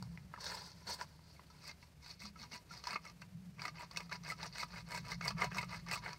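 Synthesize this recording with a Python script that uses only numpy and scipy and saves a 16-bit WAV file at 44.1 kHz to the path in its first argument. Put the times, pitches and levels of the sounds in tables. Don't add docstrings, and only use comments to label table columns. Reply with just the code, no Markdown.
import sys
import numpy as np
from scipy import signal
from scipy.io import wavfile
from scipy.ndimage import uniform_filter1d

SR = 44100
rng = np.random.default_rng(int(sys.argv[2]) if len(sys.argv) > 2 else 0)


def to_linear_factor(level_db):
    exponent = np.asarray(level_db, float) / 20
    return 10 ** exponent


def inscribe(sig):
    pcm = np.round(np.clip(np.atleast_2d(sig).T, -1, 1) * 32767)
    wavfile.write(sys.argv[1], SR, pcm.astype(np.int16))


N = 272538
HZ = np.fft.rfftfreq(8192, 1 / SR) + 1
SPLIT_HZ = 1830


def blade_work():
    # peak in s, rise in s, fall in s, scrape in dB, dryness in dB.
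    probes = [
        (1.68, .07, 0.039, -55, 3.5),
        (2.08, 0.066, 0.073, -58.5, 7.5),
        (2.235, 0.048, .07, -58, 8),
        (2.42, 0.05, 0.053, -55, 2),
        (2.538, 0.032, 0.051, -50, 3),
        (2.74, 0.058, 0.076, -55, 3.5),
        (2.9, 0.072, 0.08, -45.5, -3.5),
        (3.08, 0.076, .05, -59, -1),
        (3.219, 0.011, 0.0083, -63.5, 19),
    ]
    # peak in s, rise in s, fall in s, scrape in dB, dryness in dB.
    strokes = [(3.654, 0.085, 0.057, -48.5, -4.5), (3.809, 0.066, 0.058, -46, -6.5),
               (3.979, 0.095, 0.1, -54, -5), (4.123, 0.021, 0.054, -44, -3.5),
               (4.304, 0.075, 0.04, -45, -4.5), (4.454, 0.091, 0.038, -45, -5.5),
               (4.63, 0.11, 0.024, -46, 1.5), (4.78, 0.1, 0.046, -48.5, -4.5),
               (4.949, 0.087, 0.074, -45.5, -3), (5.121, 0.085, 0.046, -45, -1),
               (5.27, 0.061, 0.058, -41.5, -3.5), (5.42, 0.055, 0.068, -35.5, -11.5),
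               (5.575, 0.076, 0.088, -44, -4), (5.721, 0.045, 0.095, -44, -5),
               (5.93, 0.068, 0.074, -40.5, -5.5), (6.06, 0.051, 0.12, -45.5, -9.5)]
    # start in s, peak in dB, ring in Hz, brightness in dB.
    low_twigs = [(2.357, -41.5, 1296, -19), (2.708, -34.5, 1383, -27), (2.838, -40, 1180, -2.5),
                 (2.87, -28.5, 998, 0.5), (2.93, -31.5, 1230, -5.5), (2.956, -27, 1170, -14),
                 (3.051, -40.5, 1290, -6.5), (3.097, -48, 1216, 0.5), (3.218, -41.5, 1240, -8),
                 (3.618, -37.5, 1057, 5), (3.652, -26.5, 1224, -8), (3.679, -31, 1223, -11),
                 (3.832, -39.5, 980, -5), (3.911, -40.5, 1080, -6), (4.094, -43.5, 1240, -4.5),
                 (4.319, -30, 1272, -11.5), (4.429, -35.5, 874, 1), (4.63, -28.5, 1240, -6),
                 (4.917, -39, 1290, 2.5), (4.945, -32, 976, -8), (5.209, -31, 1235, -9.5),
                 (5.256, -30.5, 1095, -13), (5.305, -28.5, 1150, -7.5), (5.393, -30, 1236, -29),
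                 (5.442, -27, 1110, -6), (5.546, -32, 1180, -6), (5.567, -33, 1056, -12),
                 (5.628, -31, 1184, -11), (5.863, -45.5, 1140, -2), (5.934, -27, 1170, -7)]
    # start in s, peak in dB, ring in Hz, brightness in dB.
    thin_twigs = [(1.653, -47, 2160, -1.5), (1.692, -32, 2110, -30), (1.712, -43, 2120, -3.5),
                  (1.827, -46.5, 2200, -7.5), (2.218, -42.5, 2100, -2), (2.534, -36, 2780, -19),
                  (2.906, -34, 2240, -2), (3.063, -38, 2180, -15), (3.594, -34.5, 2316, -8.5),
                  (3.961, -35.5, 2120, -3), (3.971, -28, 2580, 2.5), (4.004, -34, 2100, -4.5),
                  (4.126, -38, 2020, -1), (4.235, -50, 2100, 2.5), (4.3, -29, 2030, -12),
                  (4.555, -36, 1960, -5), (4.597, -33, 2174, -10), (4.758, -37, 2190, -17),
                  (4.975, -31.5, 1650, -3.5), (5.05, -45, 2100, -1), (5.117, -23.5, 2100, -32),
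                  (5.279, -32.5, 1690, 3), (5.418, -19, 2100, -16), (5.582, -22, 2100, -8),
                  (5.608, -29, 2050, -25), (5.724, -35, 2040, -31), (5.885, -40, 2110, 1),
                  (5.912, -30.5, 2000, -1), (6.059, -28.5, 2100, -29), (6.131, -50, 2550, 11)]
    # centre in Hz, width in Hz, level in dB.
    blade_modes = [(715, 61, -4.5), (980, 25, 3.5), (1201, 108, 3), (1605, 290, -3), (2033, 330, -4),
                   (2170, 187, 2), (2498, 490, -5), (2900, 220, -17)]
    low_t60_s, thin_t60_s = 0.034, 0.028
    longer_per_dull_db = 0.014

    scrape = grit(per_s=4000, spread_db=5.5, clump_db=1.5, clump_s=0.00043, smooth=0.27)
    hits = [(*row, low_t60_s) for row in low_twigs] + [(*row, thin_t60_s) for row in thin_twigs]
    hits = [(*row, t60_s * (1 - longer_per_dull_db * row[3])) for *row, t60_s in hits]
    twigs, knocks = snaps(hits, ring_db=-5.0, knock_db=-11, crack_db=-4.0, lean_db=1)
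    gains = levels(probes, round_top=1.3, sudden_stop=2.1, rise_db=10.0, fall_db=15, end_dry_db=1.5,
                   upper=(-3, .6), fizz=(-11, .8, 3), back_db=(-1.5, -1.5))
    gains = gains + levels(strokes, round_top=1.48, sudden_stop=1.6, rise_db=13.5, fall_db=21.5, end_dry_db=10,
                           upper=(-2.5, .3), fizz=(-7, .7, 7), back_db=(-1.5, -5))
    return twigs + crushed(gains, blade_modes, to_linear_factor(-5) * scrape, knocks, patchy_db=4.5)


def footsteps():
    # peak in s, rise in s, fall in s, crunch in dB, dryness in dB.
    presses = [(.02, 0.06, 0.44, -68.5, -2), (.35, 0.045, 0.11, -63, -21), (.455, 0.068, 0.074, -53, 5.5),
               (.542, 0.092, .18, -49, -0.5), (.66, 0.037, 0.065, -72.5, 13), (.79, 0.14, 0.12, -65.5, -1),
               (.91, 0.048, 0.066, -44, 1.5), (1.02, 0.047, 0.037, -48.5, -5), (1.12, 0.11, 0.17, -72, 1.5),
               (1.3, 0.075, 0.14, -70, 3), (1.396, 0.026, 0.073, -76, -15), (1.58, 0.13, 0.065, -70, 2),
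               (1.838, 0.046, .05, -75.5, 9)]
    # start in s, peak in dB, ring in Hz, brightness in dB, t60 in s.
    tick_events = [(0.025, -38.5, 980, -0.5, 0.011), (0.175, -30.5, 2100, -25, 0.006),
                   (0.339, -24.5, 1230, -31, 0.0036), (0.342, -30, 1190, -22, 0.0085),
                   (0.361, -36.5, 1700, -21, 0.015), (0.376, -32, 1190, -33, 0.014),
                   (0.384, -37, 980, -24, 0.018), (0.442, -40.5, 1550, 1.5, 0.019),
                   (0.464, -34, 1580, -2, 0.021), (0.545, -33, 980, -26, 0.018),
                   (0.717, -53, 1010, 8, 0.0088), (0.882, -45, 960, -17, 0.012),
                   (1.012, -24.5, 1630, -10.5, 0.0059), (1.192, -48, 1060, -15, 0.013),
                   (1.364, -51, 2200, -9, 0.023), (1.394, -34, 1050, -33, 0.015),
                   (1.5, -52.5, 1310, -8.5, 0.042)]
    # centre in Hz, width in Hz, level in dB.
    litter_modes = [(690, 170, -13.5), (1004, 137, -4), (1514, 430, -9.5), (2100, 190, 5), (2650, 380, -6)]
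    tread = grit(per_s=6000, spread_db=1.0, clump_db=0.7, clump_s=0.0025, smooth=0.6)
    ticks, kicks = snaps(tick_events, ring_db=-2.5, knock_db=-12.5, crack_db=0.0, lean_db=3)
    gains = levels(presses, round_top=1.4, sudden_stop=1.35, rise_db=11.5, fall_db=23.5, end_dry_db=6.5,
                   upper=(-15, .3), fizz=(-10, .9, 1.5))
    return ticks + crushed(gains, litter_modes, to_linear_factor(-3.0) * tread, kicks, patchy_db=4.0)


def levels(events, round_top, sudden_stop, rise_db, fall_db, end_dry_db, upper, fizz, back_db=(0, 0)):
    out = np.zeros((4, N))
    for n, (s, rise_s, fall_s, db, dry_db) in enumerate(events):
        upper_db, fizz_db = np.array([upper[0], fizz[0]]) + n % 2 * np.array(back_db)
        t = np.arange(max(s - rise_s - .05, 0), s + fall_s + .05, 1 / SR)
        place = np.minimum(np.where(t < s, (s - t) / rise_s, (t - s) / fall_s), 1)
        outside_s = np.maximum(s - rise_s + 0.015 - t, t - s - fall_s + 0.014)
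        settle_db = 556 * np.maximum(outside_s, 0)
        bend = np.where(t < s, round_top, sudden_stop)
        main_db = db - np.where(t < s, rise_db, fall_db) * place ** bend - settle_db
        crackle_db = dry_db + end_dry_db * place * (t > s)
        high_db = fizz_db + fizz[1] * crackle_db - fizz[2] * place
        for k, rel_db in enumerate([0, upper_db + upper[1] * dry_db, crackle_db, high_db]):
            add(out[k], t[0], to_linear_factor(main_db + rel_db))
    return out


def grit(per_s, spread_db, clump_db, clump_s, smooth):
    size = to_linear_factor(spread_db * np.minimum(rng.exponential(1, N), 4)) * rng.choice([-1, 1], N)
    breaks = evened(size * (rng.random(N) < per_s / SR))
    smooth = np.clip(smooth, 0, 1)
    rubbing = rng.standard_normal(N)
    return wander(clump_db, clump_s) * (np.sqrt(1 - smooth) * breaks + np.sqrt(smooth) * rubbing)


def crushed(gains, body, drive, knocks, patchy_db):
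    # centre in Hz, width in Hz, level in dB.
    leaf_modes = [(3860, 170, -11), (4470, 580, 4), (4777, 500, 2.5), (5073, 373, -3), (5463, 910, -0.5),
                  (6560, 1300, -42)]
    # frequency in Hz, level in dB per Hz.
    fizz_spectrum = [(5600, -30), (6700, -4), (7800, 2), (8900, 0), (9700, -8), (10500, -13), (11300, -8),
                     (15950, -12)]
    low, upper, mid, high = gains * drive + knocks
    n_low = sum(mode[0] < SPLIT_HZ for mode in body)
    ring = rung(low, body[:n_low], patchy_db, steep=0.93)
    ring = ring + rung(upper, body[n_low:], patchy_db, steep=2.0)
    crackle = rung(mid, leaf_modes, patchy_db, steep=1.533)
    return ring + crackle + coloured(high * wander(3, .006), spectrum_db(fizz_spectrum))


def snaps(events, ring_db, knock_db, crack_db, lean_db):
    less_knock_per_dull_db = 0.19
    ring, bursts, t = np.zeros(N), np.zeros((3, N)), np.arange(3000) / SR
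    for s, db, hz, bright_db, t60_s in events:
        t60_s = max(t60_s, .005)
        onset_s = 0.018 * t60_s * to_linear_factor(-.45 * bright_db)
        dying = to_linear_factor(db - 60 * t / t60_s) * (1 - np.exp(-t / onset_s))
        upper = hz > SPLIT_HZ
        knock, crack = rng.standard_normal((2, len(t)))
        knock = knock * to_linear_factor(3 + less_knock_per_dull_db * bright_db)
        add(ring, s, dying * np.sin(2 * np.pi * hz * t))
        add(bursts[0], s, dying * to_linear_factor(knock_db - lean_db * upper) * knock)
        add(bursts[1], s, dying * to_linear_factor(knock_db - 0.5 - lean_db * (2 - upper)) * knock)
        add(bursts[2], s, dying * to_linear_factor(1.0 + crack_db + bright_db - 25 * t / t60_s) * crack)
    return to_linear_factor(ring_db) * ring, np.array([*bursts, to_linear_factor(-15) * bursts[2]])


def rung(drive, modes, patchy_db, steep):
    share = np.array([to_linear_factor(db) * np.sqrt(width_hz) for hz, width_hz, db in modes])
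    share = share / np.linalg.norm(share)
    return sum(g * coloured(drive * wander(patchy_db, 0.0093), mode_db(hz, width_hz, steep))
               for g, (hz, width_hz, db) in zip(share, modes))


def mode_db(hz, width_hz, steep):
    dip_hz, dull_hz = 3230, 7000
    beyond = (HZ / dip_hz) ** (14 if hz < dip_hz else -14)
    skirt = (1 + (2 * (HZ - hz) / width_hz) ** 2) ** steep * (1 + (HZ / dull_hz) ** 16)
    return -10 * np.log10(skirt * (1 + np.minimum(beyond, 300)) * (1 + (330 / HZ) ** 4))


def thuds():
    # start in s, peak in dB, pitch in Hz, t60 in s.
    pushes = [
        (0.872, -53, 199, 0.34),
        (2.239, -48, 204, 0.34),
        (2.399, -54.5, 216, 0.22),
        (2.53, -49.5, 217, 0.099),
        (2.93, -47.5, 198, 0.13),
        (3.658, -57, 299, 0.19),
    ]
    out, t = np.zeros(N), np.arange(8000) / SR
    for s, db, hz, t60_s in pushes:
        add(out, s, to_linear_factor(db - 60 * t / t60_s) * (1 - np.exp(-t / 0.0025)) * np.sin(2 * np.pi * hz * t))
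    return out


def trunks(x):
    t = np.arange(6000) / SR
    taps = rng.standard_normal(len(t)) * (rng.random(len(t)) < .05) * to_linear_factor(-60 * t / 0.074) * (t > .002)
    return signal.oaconvolve(x, taps / np.linalg.norm(taps))[:N]


def drone():
    # time in s, level in dB.
    hum_swell = [(0.0, -47), (0.3, -58), (0.67, -62.5), (2.01, -65), (2.56, -63), (2.65, -74), (2.72, -55),
                 (2.81, -65.5), (2.96, -57.5), (3.03, -65.5), (3.31, -53), (3.54, -53), (3.82, -62),
                 (4.17, -56.5), (4.66, -57), (5.33, -47), (6.11, -55.5), (6.18, -64.5)]
    # time in s, centre in Hz, level in dB.
    rumble_path = [
        (0, 70.4, -61.5),
        (1.4, 76.34, -66.5),
        (2.3, 71, -65),
        (2.9, 64, -68),
        (3.6, 62, -68.5),
        (4.6, 59.6, -64.5),
        (5.2, 58.1, -58.5),
        (5.7, 55, -62),
        (6.18, 51.5, -66),
    ]
    # frequency in Hz, level in dB per Hz.
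    hum_spectrum = [(85, -40.5), (105, -4.5), (135, -2), (152, -2), (168, 1), (185, -2), (226, -19),
                    (300, -46)]
    # frequency in Hz, level in dB per Hz.
    rumble_spectrum = [(15, -44), (25, -15), (53, -9.5), (86, -3), (110, -8), (140, -22), (240, -120)]
    strand_hz, strand_db = 166.4, -4

    t, (s, hz, db) = np.arange(N) / SR, np.transpose(rumble_path)
    hum = coloured(rng.standard_normal(N), spectrum_db(hum_spectrum))
    hum = hum + to_linear_factor(strand_db) * growl(strand_hz * wander(0.419, 0.1544), width_hz=17.2)
    rumble = to_linear_factor(-9.0) * coloured(rng.standard_normal(N), spectrum_db(rumble_spectrum))
    rumble = rumble + to_linear_factor(-7.0) * growl(np.interp(t, s, hz), width_hz=30)
    hum = to_linear_factor(np.interp(t, *np.transpose(hum_swell))) * steadied(hum, 0.099, share=0.13)
    return hum + to_linear_factor(np.interp(t, s, db)) * steadied(rumble, 0.19, share=0.3)


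def growl(hz, width_hz):
    slow = rng.standard_normal((2, N))
    for _ in range(3):
        slow = uniform_filter1d(slow, int(SR / width_hz))
    carrier = np.exp(2j * np.pi * np.cumsum(hz * np.ones(N)) / SR)
    return evened(((slow[0] + 1j * slow[1]) * carrier).real)


def steadied(x, s, share):
    power = abs(uniform_filter1d(x ** 2, int(s * SR))) + 1e-3
    return evened(x / power ** (share / 2))


def air():
    # frequency in Hz, level in dB per Hz.
    air_spectrum = [(220, -7.5), (340, -14), (1200, -21), (2400, -21.5), (3300, -26), (4600, -23.5),
                    (7000, -29), (9500, -31), (10500, -34), (11500, -32), (15700, -37)]
    return to_linear_factor(-69) * coloured(wander(1.45, 0.016) * rng.standard_normal(N), spectrum_db(air_spectrum))


def evened(x):
    return x / np.sqrt(np.mean(x ** 2) + 1e-20)


def wander(db, s):
    width = int(s * SR)
    slow = uniform_filter1d(uniform_filter1d(rng.standard_normal(N), width), width)
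    return evened(to_linear_factor(db * evened(slow)))


def add(mix, s, sound):
    part = mix[round(s * SR):][:len(sound)]
    part += sound[:len(part)]


def spectrum_db(points):
    f, db = np.transpose(points)
    return np.interp(np.log(HZ + 1), np.log(f + 1), db, -90, -90)


def coloured(x, db):
    log_gain = np.log(to_linear_factor(np.r_[db, db[-2:0:-1]]))
    taps = np.fft.ifft(np.exp(log_gain - 1j * signal.hilbert(log_gain).imag)).real[:4096]
    return signal.oaconvolve(x, taps / np.linalg.norm(taps))[:N]


def scene():
    near = blade_work() + footsteps()
    return (near + to_linear_factor(-8.0) * trunks(near) + thuds() + drone() + air())[None]


def band_limit(x):
    return signal.sosfilt(signal.butter(12, 16380, fs=SR, output="sos"), x)


def record(dry):
    edge_hz = 15850
    taps = signal.firwin(511, edge_hz, window=("kaiser", 9), fs=SR)
    limited = signal.oaconvolve(dry, taps[None], "same")
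    return band_limit(limited)


dry = scene()
out = record(dry)
inscribe(out)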